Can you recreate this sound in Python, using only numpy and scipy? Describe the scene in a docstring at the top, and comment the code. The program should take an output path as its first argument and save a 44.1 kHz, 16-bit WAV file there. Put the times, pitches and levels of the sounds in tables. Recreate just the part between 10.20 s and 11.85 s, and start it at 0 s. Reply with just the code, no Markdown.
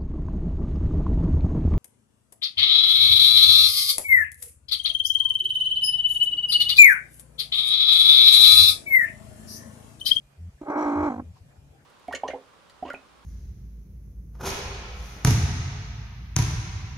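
"""A broody hen growls once in her straw nest as a hand strokes her, close to a hand-held microphone.
A membrane in her throat buzzes, rough air rings her windpipe and hisses in her beak, and the whole
voice throbs some 55 times a second. The grip on the microphone adds low hums and thumps.
Straw and feathers rustle, and behind it all lies yard hiss with a faint drone and whine."""
import sys
import numpy as np
from scipy import signal
from scipy.fft import rfft, irfft, next_fast_len
from scipy.io import wavfile
from scipy.ndimage import uniform_filter1d

SR = 44100
rng = np.random.default_rng(int(sys.argv[2]) if len(sys.argv) > 2 else 0)


def to_wav(sig):
    """Store sig (one row per channel, or 1-D mono) as 16-bit WAV at the path in sys.argv[1].

    Samples outside -1..1 are clipped; the rate is SR.
    """
    pcm = np.clip(np.atleast_2d(sig), -1, 1) * 32767
    pcm = np.round(pcm).astype(np.int16)
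    wavfile.write(sys.argv[1], SR, pcm.T)  # frames by channels


N = 72765
T = np.arange(N) / SR

# The course of the growl: t/s, lowest tone/dB, overtones/dB, hiss/dB, throb depth/dB, roughness/0-1
GROWL = [(.405, -67, -44, -102, 20.5, 0.2), (0.415, -35.5, -47, -65, 15, 0.03),
         (0.436, -43.5, -43.5, -71, 10, 0.3), (.45, -51, -55, -65, 13, 0.3),
         (0.472, -55, -35.5, -78, -1.5, 0.8), (0.481, -37, -37.5, -69, 13, 0),
         (0.501, -26.5, -30, -64, 11.5, 0), (.515, -39, -31, -64, -3.5, 0.77),
         (0.55, -45, -30, -79.5, 10.5, 0.7), (0.559, -27.5, -28, -71, 7, 0.4),
         (.58, -27.5, -27, -57.5, 1, 0.25), (.615, -26.5, -28, -54.5, 3, 0.3),
         (.637, -34.5, -27.5, -56, 10, 0.8), (.665, -25, -28.5, -56, 4, 0.15),
         (.7, -26.5, -30.5, -55, 1, 0.2), (0.734, -27, -31, -57.5, 6, 0.22),
         (.78, -25.5, -30, -61, 4, 0.22), (.84, -27, -29, -57, 5, 0.26), (0.878, -25, -28, -56.5, 6, 0.17),
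         (.893, -30, -33.5, -59, 13, 0.2), (0.919, -33.5, -36, -61.5, 11.5, 0.15),
         (0.977, -41, -44.5, -69, 18, 0.15), (0.998, -29, -35, -83, 14.5, 0.2),
         (1.01, -50.5, -45.5, -85, 6, 0.2), (1.026, -43, -64, -93, 21.5, 0.2),
         (1.05, -52.5, -68, -95, -13.5, 0)]
# How fast the voice throbs: t/s, rate/Hz
THROB_RATE = [(.41, 60), (.5, 56), (.8, 55.6), (.85, 51.5), (1.04, 51.5)]
def growl():
    """The throat's voice and the beak's hiss swell and sink with one shared throb."""
    times, *columns = np.transpose(GROWL)
    low_db, high_db, hiss_db, depth_db, rough = (np.interp(T, times, c) for c in columns)
    gate = np.clip(np.minimum(T - times[0], times[-1] - T) * 200, 0, 1)  # 5 ms fades
    throb = 2 * np.pi * np.cumsum(over_time(THROB_RATE)) / SR
    throb -= throb[round(.418 * SR)]  # one throb peaks at this time
    uneven_db = 1.13 * wander(60)

    def swell(db, lead=0):
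        """A slightly uneven rise and fall, about db deep and lead radians early."""
        squarish = np.tanh(2.2 * (np.cos(throb + lead) + .15))
        gain = gain_of(.5 * db * squarish + uneven_db)
        return gate * gain / np.sqrt(uniform_filter1d(gain ** 2, size=1600))

    hz = over_time(PITCH) * (1 + .088 * np.cos(throb + .15) + .027 * wander(200))  # bend and jitter
    cycles = np.cumsum(hz) / SR
    low = np.sqrt(2) * np.cos(2 * np.pi * cycles - 1.1 + .14 * wander(90))
    puffs = (.1 + np.exp(-(cycles % 1) / .56)) * rng.standard_normal((3, N))  # one puff of air a cycle
    high = throat(hz, cycles, puffs[0], high_db, rough)
    high_depth_db = depth_db * np.clip(depth_db / 15, .3, 1)  # overtones follow a weak throb less
    voice = low * swell(depth_db) * gain_of(low_db) + high * swell(high_depth_db, lead=.033)
    return voice + beak(puffs[1:], swell, depth_db, hiss_db)


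# The note the throat buzzes at: t/s, f/Hz
PITCH = [(.41, 300), (.5, 292), (.58, 299), (.64, 297), (.72, 287), (.8, 299), (.86, 299), (.885, 282),
         (.905, 250), (.93, 234), (.97, 232), (1.0, 248), (1.04, 245)]
# How the throat colours the overtones: f/Hz, relative level/dB
THROAT_COLOUR = [(400, -16), (600, 1), (820, 5), (1150, 1), (1450, -8.5), (1750, -14), (2250, -16),
                 (2700, -44.5), (3300, -43.5)]
# Where the windpipe rings: f/Hz, width/Hz, relative level/dB
WINDPIPE_RINGS = [(381, 101, 2), (568, 157, -6), (803, 88, 3), (1128, 163, -2.5), (1470, 446, -13),
                  (2096, 436, -21)]
def throat(hz, cycles, puffs, level_db, rough):
    """Sharp membrane pulses mix with the rasp of air ringing the windpipe."""
    dulling = gain_of(np.clip(.17 * (-32 - level_db), 0, 4))  # the pulses get duller below -32 dB
    pulses = unit_rms(sum(
        gain_of(over_pitch(THROAT_COLOUR, k * hz * dulling)) * np.cos(2 * np.pi * k * cycles - .5)
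        for k in range(2, 12)))
    rasp = ring(puffs, WINDPIPE_RINGS)
    return (np.sqrt(1 - rough) * pulses + np.sqrt(rough) * rasp) * gain_of(level_db)


# Where the beak rings: f/Hz, width/Hz, relative level/dB
BEAK_RINGS = [(1970, 260, 2), (2395, 250, -1.5), (3170, 490, -6.5), (4075, 350, -5), (6530, 1230, -7),
              (9100, 540, -20.5)]
# A sharp sizzle in the beak: t/s, level/dB
SIZZLE = [(.47, -87), (.503, -61.5), (.525, -67), (.57, -73.5), (.582, -55.5), (.63, -60), (.69, -66),
          (.75, -72), (.86, -64.5), (.89, -73), (.91, -92)]
def beak(puffs, swell, depth_db, hiss_db, alike=.5):
    """Air hisses in the beak and spits with each throb, partly alike on the left and right."""
    breath = swell(.3 * depth_db) * gain_of(hiss_db)
    spit = swell(db=9) * gain_of(over_time(SIZZLE))
    left, other = (ring(p, BEAK_RINGS) * breath + ring(p, [(5780, 510, 0)]) * spit for p in puffs)
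    return np.array([left, alike * left + np.sqrt(1 - alike ** 2) * other])


# How much louder the hen is on the left: f/Hz, left minus right/dB
HEN_BALANCE = [(60, 0.5), (87, 0.5), (120, 0.5), (180, -1.0), (260, -1.5), (380, -1.0), (540, -2.5),
               (780, -3.0), (1130, -0.5), (1630, 5.0), (2350, 2.0), (3390, -7.0), (4890, -2.5),
               (7060, -0.5), (10200, 1.5), (14700, 1.5)]
# How far her wave is ahead on the left: f/Hz, lead/radians
HEN_PHASE = [(200, -.15), (350, -.25), (500, -.7), (780, -1.05), (1210, -.7), (1500, -1.0), (1890, -3.2),
             (2300, -1.2)]
def hen(ring_s=.025, ring_db=-17):
    """The growl reaches the microphone's two sides unequally, with a short ring of the nest tub."""
    size = next_fast_len(N + 4096)
    hz = np.fft.rfftfreq(size, 1 / SR)
    left = gain_of(.5 * over_pitch(HEN_BALANCE, hz)) * np.exp(.5j * over_pitch(HEN_PHASE, hz))
    direct = irfft(rfft(growl(), size) * np.array([left, 1 / left]), size)[:, :N]
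    t = T[:6000]
    tail = rng.standard_normal((2, len(t))) * gain_of(-60 * t / ring_s) * (t > .002)
    tail /= np.linalg.norm(tail[0])
    return direct + gain_of(ring_db) * signal.fftconvolve(direct, tail, axes=1)[:, :N]


# Hums of the grip: t/s, length/s, level/dB, f/Hz
HUMS = [(.172, .13, -38, 85.3), (.75, .1, -36, 85.5), (.865, 0.019, -40.5, 89.5), (.95, 0.074, -42.5, 86),
        (1.025, 0.1, -42, 82.7)]
def hums(rise_share=.46, fall_share=.12):
    """The grip makes wavering low hums, with a little rubbing noise, that swell and stop short."""
    out = np.zeros(N)
    wobbly_time = np.cumsum(1 + .045 * wander(25)) / SR
    rub = ring(rng.standard_normal(N), [(179, 34, 0)])
    for start, length, db, hz in HUMS:
        progress = (T - start) / length
        ramp = np.clip(np.minimum(progress / rise_share, (1 - progress) / fall_share), 0, 1)
        phase = 2 * np.pi * hz * (wobbly_time - wobbly_time[round(start * SR)])
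        tone = np.sin(phase) + gain_of(-18) * np.sin(2 * phase) + gain_of(-23) * rub
        out += np.sqrt(2) * gain_of(db) * np.sin(np.pi / 2 * ramp) * tone
    return out


# Thumps of the grip: t/s, level/dB, f/Hz
THUMPS = [(0.058, -52.5, 51.5), (.225, -51, 45), (0.296, -49, 45), (.352, -44.5, 61), (0.431, -49, 55),
          (0.664, -45, 55), (0.801, -44, 44.6), (0.843, -45, 45), (1.14, -47, 100), (1.218, -39.5, 89.6),
          (1.27, -51, 91), (1.39, -42, 86), (1.51, -46.5, 76)]
def thumps(cycles=1.54):
    """Each soft bump of the hand is a low wave only a cycle or two long."""
    out = np.zeros(N)
    for at, db, hz in THUMPS:
        shape = np.exp(-((T - at) * hz * 2 / cycles) ** 2)
        out -= gain_of(db) * shape * np.sin(2 * np.pi * hz * (T - at))
    return out


# How much louder the grip is on the left: t/s, left minus right/dB
GRIP_BALANCE = [(0, 0), (.9, 1.9), (1.1, 2.2), (1.3, 3.5)]
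def grip():
    """The hand's hums and thumps drift from the middle to the left."""
    pan_db = .5 * over_time(GRIP_BALANCE)
    return (hums() + thumps()) * gain_of([pan_db, -pan_db])


# Rustles in the nest: middle t/s, length/s, level/dB, f/Hz, width/Hz
RUSTLES = [(0.126, 0.08, -62.5, 915, 1940), (.3, 0.023, -65, 1200, 149), (0.392, 0.026, -65.5, 1710, 400),
           (1.053, .06, -58, 367, 200), (1.17, 0.026, -57, 880, 410), (1.173, 0.055, -68.5, 4630, 2500),
           (1.317, 0.043, -66, 1560, 950), (1.324, .12, -66, 600, 398), (1.37, 0.025, -65, 1420, 520),
           (1.543, 0.045, -57, 356, 234), (1.548, 0.12, -66, 760, 194), (1.599, 0.078, -67, 1580, 700)]
def rustles(grain_db=2):
    """Straw and feathers give soft bursts of grainy noise."""
    out = np.zeros((2, N))
    for at, length, db, hz, width in RUSTLES:
        shape = gain_of(db) * np.exp(-(2 * (T - at) / length) ** 2)
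        for side in range(2):
            grains = rng.standard_normal(N) * gain_of(grain_db * wander(80))
            out[side] += shape * unit_rms(resonate(resonate(grains, hz, width), hz, width))
    return out


# The colour of the yard's noise: f/Hz, relative level/dB
YARD_COLOUR = [(18, -30.5), (30, -18.5), (59, -3.5), (139, -1.5), (185, -9), (374, -17), (629, -17),
               (1140, -25), (2370, -26.5), (3320, -29.5), (3680, -32), (4780, -32.5), (8470, -33),
               (13900, -39.5), (15000, -49.5)]
# How alike its left and right are: f/Hz, likeness/-1 to 1
YARD_ALIKE = [(60, 0.41), (130, 0.97), (290, 0.83), (630, 0.29), (1390, -0.074), (3050, -0.34),
              (6700, 0.15), (14700, -0.24)]
# How much louder it is on the left: f/Hz, left minus right/dB
YARD_BALANCE = [(60, 3.0), (110, 3.5), (200, 2.5), (380, 0.5), (690, 2.0), (1270, 3.0), (2350, 1.5),
                (4330, -2.0), (7970, -2.5), (14700, 1.5)]
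# How its bass rises and falls: t/s, bass boost/dB, bass cut/dB
YARD_BASS = [(0, -6, 0), (.3, -9.5, 1), (1.001, 2, 4.5), (1.299, 0.5, -2), (1.65, 1, 4.5)]
def yard_hiss(level_db=-59.5, patch_db=1.8, bass_hz=250):
    """Patchy hiss and a slowly changing rumble fill the yard."""
    frames, hz = N // 512 + 5, np.fft.rfftfreq(2048, 1 / SR)
    a, b, c, d, patches = rng.standard_normal((frames, 1025, 5)).T  # each is pitch by time
    patches = uniform_filter1d(patches, size=20, axis=0)
    patches = unit_rms(uniform_filter1d(patches, size=5, axis=1))
    alike = over_pitch(YARD_ALIKE, hz)[:, None]
    left, other = a + 1j * b, c + 1j * d
    spectrum = np.array([left, alike * left + np.sqrt(1 - alike ** 2) * other])
    spectrum *= gain_of(over_pitch(YARD_COLOUR, hz)[:, None] + patch_db * patches)
    spectrum *= gain_of(np.multiply.outer([.5, -.5], over_pitch(YARD_BALANCE, hz)))[..., None]
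    times, boost_db, cut_db = np.transpose(YARD_BASS)
    t = (np.arange(frames) - 1) * 512 / SR
    bass_share = 1 / (1 + (hz[:, None] / bass_hz) ** 2)
    spectrum *= gain_of(bass_share * np.interp(t, times, boost_db - cut_db))
    noise = signal.istft(spectrum, nperseg=2048, noverlap=1536)[1][:, :N]
    return gain_of(level_db) * unit_rms(noise)


# How the whine fades and partly returns: t/s, level change/dB
WHINE_FADE = [(0, 5), (.35, -8), (0.599, -7.5), (1.65, -4)]
def whine(hz=2428, base_db=-80.5):
    """A very narrow band of noise makes a thin, distant whine."""
    return gain_of(base_db + over_time(WHINE_FADE)) * ring(rng.standard_normal(N), [(hz, 12, 0)])


def drone(hz=138, level_db=-63.5):
    """A distant low tone wavers gently in loudness."""
    return np.sqrt(2) * gain_of(level_db + .83 * wander(2.7)) * np.sin(2 * np.pi * hz * T)


def gain_of(db):
    """Turn decibels into a multiplier."""
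    return 10 ** (np.asarray(db) / 20)


def unit_rms(x):
    """Scale a signal to an average strength (rms) of 1."""
    return x / np.sqrt(np.mean(x ** 2) + 1e-20)


def over_time(points):
    """Join (time, value) points with straight lines."""
    return np.interp(T, *np.transpose(points))


def over_pitch(points, hz):
    """Look up hz between (frequency, value) points on a log scale."""
    f, value = np.transpose(points)
    return np.interp(np.log(hz + 1), np.log(f + 1), value)


def wander(hz):
    """A smooth random wobble, mostly slower than hz."""
    smooth = signal.butter(2, hz, fs=SR, output="sos")
    return unit_rms(signal.sosfiltfilt(smooth, rng.standard_normal(N)))


def resonate(x, hz, width):
    """Let through the band around hz."""
    turn, decay = np.exp(2j * np.pi * hz * T), np.exp(-np.pi * width / SR)
    return 2 * (turn * signal.lfilter([1 - decay], [1, -decay], x / turn)).real


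def ring(x, peaks):
    """Ring steep resonances (f/Hz, width/Hz, level/dB) side by side; the result has rms 1."""
    return unit_rms(sum((-1) ** k * gain_of(db) * resonate(resonate(x, hz, 1.5 * width), hz, 1.34 * width)
                        for k, (hz, width, db) in enumerate(peaks)))


def scene():
    """The hen in front, small noises around her and the yard behind."""
    return hen() + grip() + rustles() + yard_hiss() + whine() + drone()


def record(dry):
    """Cut the treble above 15 kHz."""
    lowpass = signal.firwin(511, 15000, window=("kaiser", 9), fs=SR)
    return signal.oaconvolve(dry, lowpass[None], "same")


dry = scene()
out = record(dry)
to_wav(out)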